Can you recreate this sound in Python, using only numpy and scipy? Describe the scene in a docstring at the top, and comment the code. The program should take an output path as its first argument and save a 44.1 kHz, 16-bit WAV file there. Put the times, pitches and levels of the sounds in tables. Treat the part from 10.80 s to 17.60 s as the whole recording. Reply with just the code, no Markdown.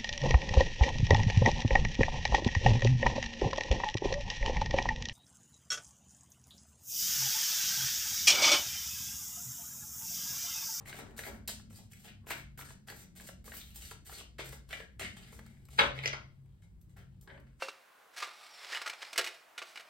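"""A deck of stiff cards is shuffled overhand a metre or two from a phone in a small furnished room.
Throughout, low resonances of the room rumble over a faint hiss, and the room rings a third of a second.
At first each packet slides off with a scrape, a hiss and at times a short whistle, and taps onto the pile.
Near 5 s the deck is knocked square on the table with hard cracks; quieter slides and taps follow.
Slides are noise through deck resonances; taps are short noise bursts that ring the same deck."""
import sys
import numpy as np
from scipy import signal
from scipy.fft import rfft, irfft, next_fast_len
from scipy.io import wavfile
from scipy.ndimage import uniform_filter1d

SR = 44100
rng = np.random.default_rng(int(sys.argv[2]) if len(sys.argv) > 2 else 0)


def waveform_to_disk(signal):
    """Save audio, clipped to [-1, 1], as 16-bit WAV at the path in sys.argv[1]."""
    frames = np.transpose(np.atleast_2d(signal))
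    scaled = np.clip(frames, -1, 1) * 32767
    samples = np.round(scaled).astype(np.int16)
    wavfile.write(sys.argv[1], SR, samples)


N = 299863

# Low rumble resonances, set average level, wandering a few dB: centre_hz, width_hz, level_db
RUMBLE_MODES = [(30, 31, -72.5), (163.8, 33, -72.5), (284, 120, -77.5)]
# Faint background hiss spectrum: freq_hz, density_db_per_hz
HISS_SPECTRUM = [(350, -112), (700, -117), (1500, -118), (3000, -123), (6000, -127), (10000, -126),
                 (16000, -130)]
# Low resonances that wax and wane: centre_hz, width_hz
DRONE_MODES = [(60, 19), (99.7, 14), (134, 9), (184, 16), (220, 18)]
# Their levels, lowest first: time_s, level_1_db, level_2_db, level_3_db, level_4_db, level_5_db
DRONE_LEVELS = [(0.0, -66, -60.5, -59.5, -61.5, -60.5), (0.32, -57, -57.5, -67, -66.5, -63.5),
                (0.7, -58, -62.5, -67.5, -66, -61), (1.23, -68.5, -59, -67.5, -67.5, -64.5),
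                (1.93, -54, -66, -56.5, -69, -63), (1.99, -60, -60.5, -67, -66.5, -67.5),
                (2.6, -59.5, -63.5, -61.5, -66.5, -64), (3.22, -57, -63.5, -65.5, -73, -70),
                (3.47, -61, -65, -73.5, -76, -75.5), (3.67, -60, -68.5, -58, -69, -67),
                (4.13, -61.5, -60.5, -62, -66, -70.5), (4.24, -54.5, -57, -60.5, -59.5, -65),
                (4.71, -59.5, -62.5, -60.5, -62.5, -69), (4.92, -61.5, -64, -57, -76, -82.5),
                (5.04, -54, -51.5, -56.5, -56, -50), (5.08, -44, -54, -56, -66.5, -70),
                (5.21, -63.5, -74, -54.5, -78, -85), (5.26, -56, -55.5, -53.5, -68, -65),
                (5.53, -72.5, -66, -54.5, -74, -71), (5.72, -64, -62.5, -57.5, -80, -84.5),
                (5.8, -71.5, -65.5, -71.5, -73, -91), (5.95, -61.5, -66, -70.5, -72, -91),
                (6.3, -65.5, -60.5, -62, -66, -75), (6.65, -59, -63.5, -61.5, -71.5, -66.5),
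                (6.8, -62, -69, -70, -84, -79.5)]
# Part of each that is a tonal hum: power_share (0-1), lowest first
HUM_SHARE = [0.022, 0.11, 0.64, 0, 0.052]

# Deck end meets the table top: start_s, push_db
TABLE_PUSHES = [(4.241, -52), (5.009, -44), (5.272, -56)]
# Low table resonances: centre_hz, width_hz, gain_db
TABLE_MODES = [(69.3, 2.4, 0.5), (102.43, 21, -3.5), (220, 39, -2.5), (315, 50, -1)]

# Short narrow noise bands, whistles of sliding cards and low deck rings near 550-600 Hz:
# start_s, length_s, first_hz, last_hz, level_db
WHISTLES = [(0.127, 0.0323, 1720, 2100, -70), (0.202, 0.043, 1515, 1484, -69),
            (0.43, 0.035, 1845, 2014, -62), (0.945, 0.013, 4750, 4820, -65),
            (1.793, 0.047, 1266, 1477, -63), (2.084, 0.023, 1700, 1936, -56),
            (2.087, 0.015, 4493, 4485, -57), (2.714, 0.028, 2024, 1800, -60),
            (2.796, 0.021, 3905, 3841, -59), (2.95, 0.02, 3343, 3368, -69), (3.048, 0.017, 4620, 4527, -62),
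            (3.085, 0.018, 2957, 3000, -66), (3.333, 0.025, 4250, 4530, -57),
            (3.384, 0.025, 2850, 3030, -60.5), (3.926, 0.0243, 2972, 3110, -55),
            (3.985, 0.043, 1822, 1700, -59), (5.004, 0.027, 557, 556, -40),
            (6.473, 0.058, 1596, 1676, -61.5), (6.487, 0.052, 2053, 2080, -66),
            (6.474, 0.08, 3200, 3170, -77), (6.478, 0.096, 597, 556, -68.5)]
WHISTLE_WIDTH_SHARE = 0.07  # noise cutoff as share of first_hz

# Deck resonances, low, middle: centre_hz, width_hz, gain_db
DECK_THUD = [(325, 200, 0.5), (542, 275, 3.5), (734, 398, 3), (1095, 760, -1)]
DECK_RING = [(1420, 680, -11), (1700, 584, 3.5), (2150, 207, 4), (2820, 3000, 0.5), (3010, 730, -3),
             (4120, 1100, -0.5)]
# Card edge resonances, treble and topmost: centre_hz, width_hz, gain_db
CARD_EDGE = [(5600, 6100, -2), (6280, 840, 5.5), (8410, 2020, -3)]
CARD_TOP = [(11670, 2590, 4.5), (12670, 3320, 9), (16800, 4400, 1)]
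PACK_HZ = 3860  # low-pass corner of the thick pack

# Strokes of card on card: start_s, length_s, scrape_db, change_over_stroke_db, colour_hz,
# low_rustle_above_scrape_db, hiss_above_scrape_db, top_above_scrape_db
STROKES = [(0.0, 0.036, -70.5, -31, 1320, 24.5, 8.5, -15.5), (0.049, 0.14, -56, -4, 2024, -1.5, -1, -8),
           (0.174, 0.25, -63, -12.5, 1540, 4, -11, -21.5), (0.364, 0.127, -53, -15.5, 1880, -2, 3.5, -1),
           (0.433, 0.16, -52, -18.5, 1740, 1, -10, -11), (0.678, 0.14, -45.5, -36, 3580, -11, 4, -3),
           (0.897, 0.16, -67, -15, 2290, -1.5, 4.5, -2), (0.936, 0.034, -68, -6, 3960, -10, 8.5, 1),
           (1.097, 0.15, -72, -1, 2390, -4.5, 5, -0.5), (1.235, 0.052, -62, 1, 2470, 3, -3, -7.5),
           (1.405, 0.048, -90, -6.5, 2250, 14.5, -2.5, -16), (1.46, 0.044, -56, 4, 2040, -4, -2, -7),
           (1.5, 0.098, -52, -6.5, 2010, -9.5, -5, -7.5), (1.773, 0.045, -48.5, -8, 1620, -1.5, -2, -3),
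           (1.841, 0.074, -62.5, -4, 1620, -3, 5, -5), (2.067, 0.043, -57, -6.5, 1760, 3, 3, -2.5),
           (2.132, 0.096, -66.5, 1, 2350, 2, 6.5, 3.5), (2.351, 0.11, -57, -17, 2370, -1, 3.5, -1),
           (2.435, 0.064, -63.5, -3.5, 2250, -13, 7, 0.5), (2.64, 0.092, -66.5, 0, 1970, 1.5, 6.5, 2.5),
           (2.736, 0.068, -63, -15, 1980, -4, 9, 11), (2.75, 0.24, -61, -19.5, 3510, -23, 1, 0.5),
           (2.94, 0.051, -58.5, -9.5, 3030, -3.5, 7, 7.5), (3, 0.12, -69, -1, 2591, -5, 11, 4),
           (3.246, 0.08, -63, -1, 2345, -6.5, 5, 1.5), (3.323, 0.084, -62.5, -3, 2910, -1, 6.5, -3),
           (3.581, 0.066, -40, -31, 2440, -4.5, -9.5, -21), (3.636, 0.12, -56.5, -8, 2400, 0.5, 2, -3),
           (3.872, 0.064, -68.5, 9, 2370, 0, 0.5, -11), (3.916, 0.12, -51, -11.5, 2000, -5, -9, -19),
           (4.188, 0.0171, -65.5, 9.5, 2170, 7, 7.5, -3), (4.209, 0.13, -44, -22, 2363, -10, -6.5, -32),
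           (4.355, 0.19, -72, 0, 2250, 0, 2, -7.5), (4.516, 0.063, -67, -4, 2030, 3.5, 5.5, -1.5),
           (4.614, 0.26, -74, -6, 2120, -2, -2.5, -10), (4.896, 0.16, -72, 6.5, 2517, -1, 6.5, -4.5),
           (4.983, 0.037, -23, -21.5, 1976, -10, -37.5, -39), (5.145, 0.06, -69, 3, 2150, -11.5, -8, -16),
           (5.22, 0.035, -49, 1, 1900, -8.5, -15, -18.5), (5.262, 0.078, -47, -45, 2924, -4.5, -14.5, -41),
           (5.327, 0.099, -58.5, -17.5, 1910, -11.5, -21, -42), (5.502, 1.35, -98.5, 4, 2584, 5.5, -2, -19),
           (5.814, 0.03, -70, -15, 2077, 0, 2, -15), (6.004, 0.029, -89.5, -20, 2260, -4, 15, 24),
           (6.086, 0.036, -86.5, -7, 2590, -6, 7.5, 3), (6.161, 0.07, -63, -21, 1845, 2, -6.5, -9),
           (6.413, 0.024, -73.5, -27, 1760, 1, 15, 17.5),
           (6.467, 0.15, -61.5, -17.5, 1630, 5.5, -18, -41.5),
           (6.62, 0.11, -80.5, -4, 1600, -10, -16, -24.5), (6.76, 0.084, -85.5, 21.5, 1890, 4, 2, -10)]
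# Multiplier of change_over_stroke_db per layer: scrape, low_rustle, hiss, top (ratios)
CHANGE_SHARE = [1.435, 1.084, 1.02, 1.076]
BITE_S, LET_GO_S = 0.0096, 0.0069  # grip rise time, decay constant as cards part

# Packets landing and deck knocking: start_s, peak_db, pitch_hz, thud_above_ring_db, crack_above_ring_db
BLOWS = [(0.058, -43, 2340, -24, -14), (0.0954, -43, 4140, -17, 1), (0.103, -49, 1510, -2, -12.5),
         (0.1278, -36.5, 1700, -9, -24), (0.143, -48, 1980, 8.5, -6), (0.217, -54, 1650, -15, -9),
         (0.265, -57, 1500, 2.5, -16), (0.309, -58, 1700, 5, -3), (0.391, -32, 1700, -4, -3),
         (0.436, -34, 1800, -20.5, -16), (0.451, -39, 1880, -5, -11.5), (0.676, -43, 3800, -7, 12),
         (0.678, -37.5, 2420, -7, 10), (0.6795, -40, 4300, -22, 10.5), (0.693, -42.5, 4200, 4.5, 9),
         (0.685, -53, 3990, -3, 6), (0.6877, -40, 4320, 3, -13), (0.797, -53, 1280, -14, -6),
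         (0.9068, -57.5, 2090, 5.5, -4.5), (1.1207, -61, 2260, -11, 15.5), (1.133, -47, 2410, -30.5, 1),
         (1.2445, -64, 3280, -8.5, 7), (1.4684, -52.5, 2040, 10, -2), (1.505, -31, 2040, -4, -3),
         (1.5075, -33, 780, 5, -2), (1.5145, -30.5, 2380, -9, -4), (1.5171, -37.5, 3170, -8, -3),
         (1.533, -36, 1490, -5, -10), (1.7915, -42, 1200, -9, -6), (1.811, -38.5, 2120, -10, -15),
         (1.822, -45, 2300, 0, -11), (1.905, -57, 1360, 10.5, -10), (2.0845, -38, 1670, -12, -10),
         (2.1, -40, 1900, -6.5, -6.5), (2.121, -49, 1300, 1, -7.5), (2.3993, -43.5, 1670, -18, -13),
         (2.489, -49, 1370, 9, -17), (2.643, -77, 1300, 1, 2), (2.678, -50, 1300, 6, 0),
         (2.719, -35, 1930, -12, -24), (2.738, -48.5, 1300, -1, -10), (2.8142, -45, 3700, -38, -5),
         (3.1124, -49, 1310, 7.5, -20), (3.118, -50.5, 990, 2, -14), (3.2955, -42, 795, -5, -16),
         (3.314, -53, 800, -3, -12), (3.325, -50, 1390, 5, -10.5), (3.408, -51.5, 2020, 8, -9.5),
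         (3.592, -36.5, 2100, 3.5, -19.5), (3.605, -48, 1000, 7, -15.5), (3.6904, -52.5, 1850, -11, 10),
         (3.729, -48.5, 2100, 4.5, -11), (3.8903, -56, 3820, 0, 7), (3.902, -64, 1300, 6, -3.5),
         (3.9287, -27, 2360, -12.5, -18), (3.9374, -33, 2240, -18, -21), (4.0017, -40.5, 2230, 0, -9),
         (4.211, -33, 1940, -6, -9.5), (4.219, -34, 2170, -5, -14), (4.229, -35, 1700, -7, -12),
         (4.528, -51, 2030, 4, -6), (4.591, -46, 1517, 3, -2.5), (4.6633, -54, 1379, -7, 2.5),
         (4.853, -70.5, 4180, 0, 17.5), (4.77, -59.5, 1870, -12.5, -11.5), (4.886, -56, 2070, 3.5, 1.5),
         (4.984, -24.5, 1400, -9, -23.5), (4.9876, -12.5, 1270, -15.5, -20.5),
         (4.9935, -11, 2114, -15.5, -23), (4.996, -9, 1950, -20.5, -19.5), (5.001, -18, 1780, -13, -18),
         (5.005, -21, 1646, -7.5, -15), (4.9906, -12.5, 940, -10, -22), (5.009, -18.5, 1000, -9, -21.5),
         (5.017, -22.5, 2000, 0.5, -20.5), (5.024, -24, 2044, -5.5, -14), (5.029, -23.5, 2330, 0, -18.5),
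         (5.036, -24, 2068, 2, -12), (5.062, -29.5, 1780, -3.5, -13), (5.178, -39.5, 2090, -3, -22.5),
         (5.1891, -28, 2110, -9, -32), (5.2355, -31.5, 2090, -13.5, -28), (5.246, -30, 1866, -6.5, -22.5),
         (5.2579, -15, 2116, -12.5, -4), (5.2669, -32.5, 2656, -6, -1), (5.276, -35.5, 2350, -2.5, 10.5),
         (5.3304, -26.5, 2150, -7.5, -6), (5.334, -28, 1300, -5.5, -10), (5.344, -32.5, 1220, -13, -32),
         (5.6595, -69, 2090, -1.5, -0.5), (5.823, -61, 2150, -14, -11.5), (6.0138, -88, 4350, -5.5, 27),
         (6.1703, -61.5, 2180, 4.5, 4), (6.4117, -78.5, 3360, -8, 24.5), (6.4747, -47.5, 1630, -23, -20),
         (6.496, -53, 2100, -17, -35), (6.501, -46, 1630, -15, -27.5), (6.511, -54, 1610, -22, -37),
         (6.576, -55.5, 1480, -2, -31), (6.6, -64, 1420, -3.5, 6)]
# Treble resonances of blows on the table: centre_hz, width_hz, gain_db
TABLE_SLAP = [(3340, 3100, 0.5), (6350, 1800, -0.5)]
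TABLE_START_S, TABLE_END_S = 4.95, 5.4  # blows in this span land on the table top
HAND_SETTLE_S, TABLE_SETTLE_S = 0.0042, 0.0024  # decay constants of settling cards
POCKET_WIDTH_SHARE = 0.36  # pocket width / pitch

# Room reverberation: freq_hz, t60_s
ROOM_T60 = [(150, 0.69), (400, 0.4), (900, 0.33), (2000, 0.33), (5000, 0.35), (10000, 0.204), (15000, 0.14)]
SLIDE_ROOM_DB, TAP_ROOM_DB, TAIL_RISE_S = 4.5, -4.5, 0.0025
TABLE_LEFT_LAG_S = 0.00044  # deck on the table is nearer the right port
BOUNCE_LAGS_S, BOUNCE_DB = (0.0011, 0.0007), -12.5  # left, right; table mirrors the raised hands

# Power common to both microphone ports: freq_hz, power_share (0-1)
PORT_SHARE = [(100, .62), (300, .3), (600, .06), (4500, .06), (6000, .3), (8000, .7), (16000, .75)]
# Port balance: freq_hz, left_minus_right_db
LEFT_LEAN = [(100, -0.6), (1000, 3.5), (6500, 0.5), (8500, 0)]
LEFT_LAG_S, LAG_ZERO_HZ, TOP_HZ = 0.0002554, 420, 15900


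def undb(db):
    """Decibels to amplitude."""
    return 10 ** (np.asarray(db) / 20)


def unit(x):
    """Scale to RMS 1 along the last axis."""
    return x / np.sqrt(np.mean(x ** 2, axis=-1, keepdims=True))


def on_axis(table, size):
    """Read a (freq_hz, value) table at the FFT bins, on a log frequency axis."""
    hz, value = np.transpose(table)
    bin_hz = np.arange(size // 2 + 1) * SR / size
    return np.interp(np.log(bin_hz + 1), np.log(hz), value)


def ring(x, modes):
    """Sum of resonators (centre_hz, width_hz, gain_db) of alternating sign."""
    total = 0
    for k, (hz, width_hz, gain_db) in enumerate(modes):
        b, a = signal.iirpeak(hz, hz / width_hz, SR)
        total = total + (-1) ** k * undb(gain_db) * signal.lfilter(b, a, x)
    return total


def dull(x, hz):
    """Two-pole low-pass."""
    b, a = signal.butter(2, hz, fs=SR)
    return signal.lfilter(b, a, x)


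def walk(rate_hz):
    """Random levels, one per 1 / rate_hz, slewed from each to the next; RMS near 1.6."""
    hold = int(SR / rate_hz)
    steps = np.repeat(rng.standard_normal(N // hold + 1), hold)
    return 1.95 * uniform_filter1d(steps, hold)[:N]


def background():
    """Low resonances swell, nearly alike at both ports, part of some a hum, over a faint hiss."""
    size = next_fast_len(N)
    t = np.arange(N) / SR
    hiss_spectrum = rfft(rng.standard_normal((2, size))) * undb(on_axis(HISS_SPECTRUM, size))
    out = irfft(hiss_spectrum, size)[:, :N] * np.sqrt(SR / 2)
    time_s, *drone_db = np.transpose(DRONE_LEVELS)
    drones = [(hz, width_hz, np.interp(t, time_s, db)) for (hz, width_hz), db in zip(DRONE_MODES, drone_db)]
    modes = [*drones, *RUMBLE_MODES]
    hum_shares = [*HUM_SHARE] + [0] * len(RUMBLE_MODES)
    for (hz, width_hz, level_db), hum in zip(modes, hum_shares):
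        mid, side = rng.standard_normal((2, N))
        noise = mid + 0.67 * side * np.array([[1], [-1]])
        rumble = ring(ring(noise, [(hz, width_hz, 0)]), [(hz, 3 * width_hz, 0)])
        hum_hz = hz * (1 + 0.00812 * walk(2.0))
        tone = np.sqrt(2) * np.sin(2 * np.pi * np.cumsum(hum_hz) / SR)
        gain = undb(level_db + 1.59 * walk(2.628))
        out = out + gain * (np.sqrt(1 - hum) * unit(rumble) + np.sqrt(hum) * tone)
    return out


def thumps():
    """A soft push of 3.3 ms sets the table top ringing."""
    push = np.zeros(N)
    for start_s, push_db in TABLE_PUSHES:
        push[int(start_s * SR)] = undb(push_db) * SR / 40
    return ring(uniform_filter1d(push, int(0.0033 * SR)), TABLE_MODES)


def whistles():
    """Card whistles and low deck rings: narrow noise bands, most gliding, swell fast, hold and fade."""
    out = np.zeros(N)
    for start_s, length_s, first_hz, last_hz, level_db in WHISTLES:
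        age_s = np.arange(int(1.6 * length_s * SR)) / SR
        hz = np.interp(age_s, [0, length_s], [first_hz, last_hz])
        sway = dull(rng.standard_normal((2, 16384)), WHISTLE_WIDTH_SHARE * first_hz)
        sway = sway[:, 1000:1000 + len(age_s)]  # skip the filter start
        phase = 2 * np.pi * np.cumsum(hz) / SR
        tone = unit(sway[0] * np.cos(phase) + sway[1] * np.sin(phase))
        shape = np.clip(age_s / 0.007, 0, 1) * np.exp(-(age_s / length_s) ** 3)
        start = int(start_s * SR)
        out[start:start + len(age_s)] += undb(level_db) * tone * shape
    return out


def stroke_forces():
    """A stroke grips fast and dies away as the cards part; gives four layer levels and scrape colour."""
    t = np.arange(N) / SR
    force = np.zeros((4, N))
    colour_hz = np.full(N, 2000.0)
    for start_s, length_s, scrape_db, change_db, hz, *above_db in STROKES:
        span = slice(int(start_s * SR), int((start_s + length_s + 12 * LET_GO_S) * SR))
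        age_s = t[span] - start_s
        grip = np.clip(age_s / BITE_S, 0, 1) * np.exp(-np.maximum(age_s - length_s, 0) / LET_GO_S)
        progress = np.minimum(age_s / length_s, 1)
        for k, db in enumerate([0] + above_db):
            force[k, span] += grip * undb(scrape_db + db + CHANGE_SHARE[k] * change_db * progress)
        colour_hz[span] = hz
    return force, colour_hz


def slides():
    """Card faces catch and slip: grainy noise shakes the deck and hisses off the edges."""
    (scrape, low, hiss, top), colour_hz = stroke_forces()
    catch = undb(5.32 * walk(250) + 1.3 * walk(40))
    # single card edges let go with a tick, a few louder than the rest
    tick_on = rng.random(N) < 260 / SR
    ticks = tick_on * undb(17.5 + 1.7 * np.minimum(rng.exponential(size=N), 2.5))
    grain = rng.standard_normal(N) * catch
    rough = grain + ticks
    fine = rng.standard_normal(N) * catch ** 0.547 + 0.29 * ticks
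    # grip favours modes near the scrape colour; each comes and goes as fingers shift
    body = 0
    for mode in DECK_RING:
        patchy = undb(2.5 * walk(22.004))
        favour = 1 / (1 + (np.log(colour_hz / mode[0]) / 0.21) ** 2)
        body = body + ring(scrape * rough * patchy * favour, [mode])
    rustle = ring(low * (grain + 0.33 * ticks), DECK_THUD)
    edges = ring(hiss * fine, CARD_EDGE) + undb(1.5) * ring(top * fine, CARD_TOP)
    return dull(undb(2.0) * body + undb(5.5) * rustle, PACK_HZ) + edges


def taps():
    """Each blow, a click and a few ms of settling cards, drives the deck's thud, ring and crack."""
    size = 2048
    start_s, peak_db, pitch_hz, thud_db, crack_db = np.transpose(BLOWS)
    on_table = ((start_s > TABLE_START_S) & (start_s < TABLE_END_S))[:, None]
    settle_s = np.where(on_table, TABLE_SETTLE_S, HAND_SETTLE_S)
    blow = rng.standard_normal((len(start_s), size)) * np.exp(-np.arange(size) / (settle_s * SR))
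    blow[:, 0] = 3  # click
    # air pocket between packet and pile has its own pitch at each blow
    pocket = []
    for one_blow, hz in zip(blow, pitch_hz):
        width_hz = POCKET_WIDTH_SHARE * hz
        pocket.append(ring(ring(one_blow, [(hz, width_hz, 0)]), [(hz, 2 * width_hz, 0)]))
    deck_ring = np.array(pocket) + undb(-16.0) * dull(ring(blow, DECK_RING), PACK_HZ)
    thud = dull(ring(blow, DECK_THUD[1:]), PACK_HZ)  # too short to stir the lowest mode
    table_crack = dull(ring(blow, TABLE_SLAP), 11000.0)
    hand_crack = ring(blow, CARD_EDGE) + undb(-4.0) * ring(blow, CARD_TOP)
    crack = np.where(on_table, table_crack, hand_crack)
    sound = 0
    for part, db in [(deck_ring, peak_db), (thud, peak_db + thud_db), (crack, peak_db + crack_db)]:
        sound = sound + part / np.abs(part).max(axis=1, keepdims=True) * undb(db)[:, None]
    out = np.zeros(N + size)
    for start, one in zip((start_s * SR).astype(int), sound):
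        out[start:start + size] += one
    return out[:N]


def room_tail(size):
    """Dense echoes, different at each port, that decay at a rate set per band."""
    t = np.arange(size) / SR
    noise = rfft(rng.standard_normal((2, size)))
    tail = 0
    for k, (_, t60_s) in enumerate(ROOM_T60):
        band = on_axis([(hz, float(j == k)) for j, (hz, _) in enumerate(ROOM_T60)], size)
        tail = tail + irfft(noise * band) * 1000.0 ** (-t / t60_s)
    tail = tail * np.clip(t / TAIL_RISE_S, 0, 1) ** 2  # echoes thicken as the walls answer
    return unit(tail) / np.sqrt(size)


def room(slide, tap):
    """Direct sound and room echoes, plus a table reflection while the deck is in the hands."""
    sent = undb(SLIDE_ROOM_DB) * slide + undb(TAP_ROOM_DB) * tap
    echoes = signal.fftconvolve(sent[None], room_tail(32768), axes=1)[:, :N]
    direct = slide + tap
    sample = np.arange(N)
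    on_table = (sample > TABLE_START_S * SR) & (sample < TABLE_END_S * SR)
    left = np.where(on_table, np.roll(direct, round(TABLE_LEFT_LAG_S * SR)), direct)
    bounce = np.array([np.roll(direct, round(lag_s * SR)) for lag_s in BOUNCE_LAGS_S])
    return np.array([left, direct]) + undb(BOUNCE_DB) * bounce * ~on_table + echoes


def scene():
    """Card and table sounds in the room, over the background."""
    return room(slides() + whistles(), taps() + thumps()) + background()


def record(dry):
    """The left port mixes in a share of the right, lagged above LAG_ZERO_HZ; the top is cut."""
    size = next_fast_len(N)
    left, right = rfft(dry, size)
    share = on_axis(PORT_SHARE, size)
    hz = np.arange(len(left)) * SR / size
    late = right * np.exp(-2j * np.pi * np.maximum(hz - LAG_ZERO_HZ, 0) * LEFT_LAG_S)
    left = np.sqrt(share) * late + np.sqrt(1 - share) * left
    lean = undb(on_axis(LEFT_LEAN, size) / 2)  # half the difference to each port
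    ports = irfft(np.array([left * lean, right / lean]), size)[:, :N]
    return signal.sosfilt(signal.ellip(8, 0.2, 70, TOP_HZ, fs=SR, output="sos"), ports)


dry = scene()
out = record(dry)
waveform_to_disk(out)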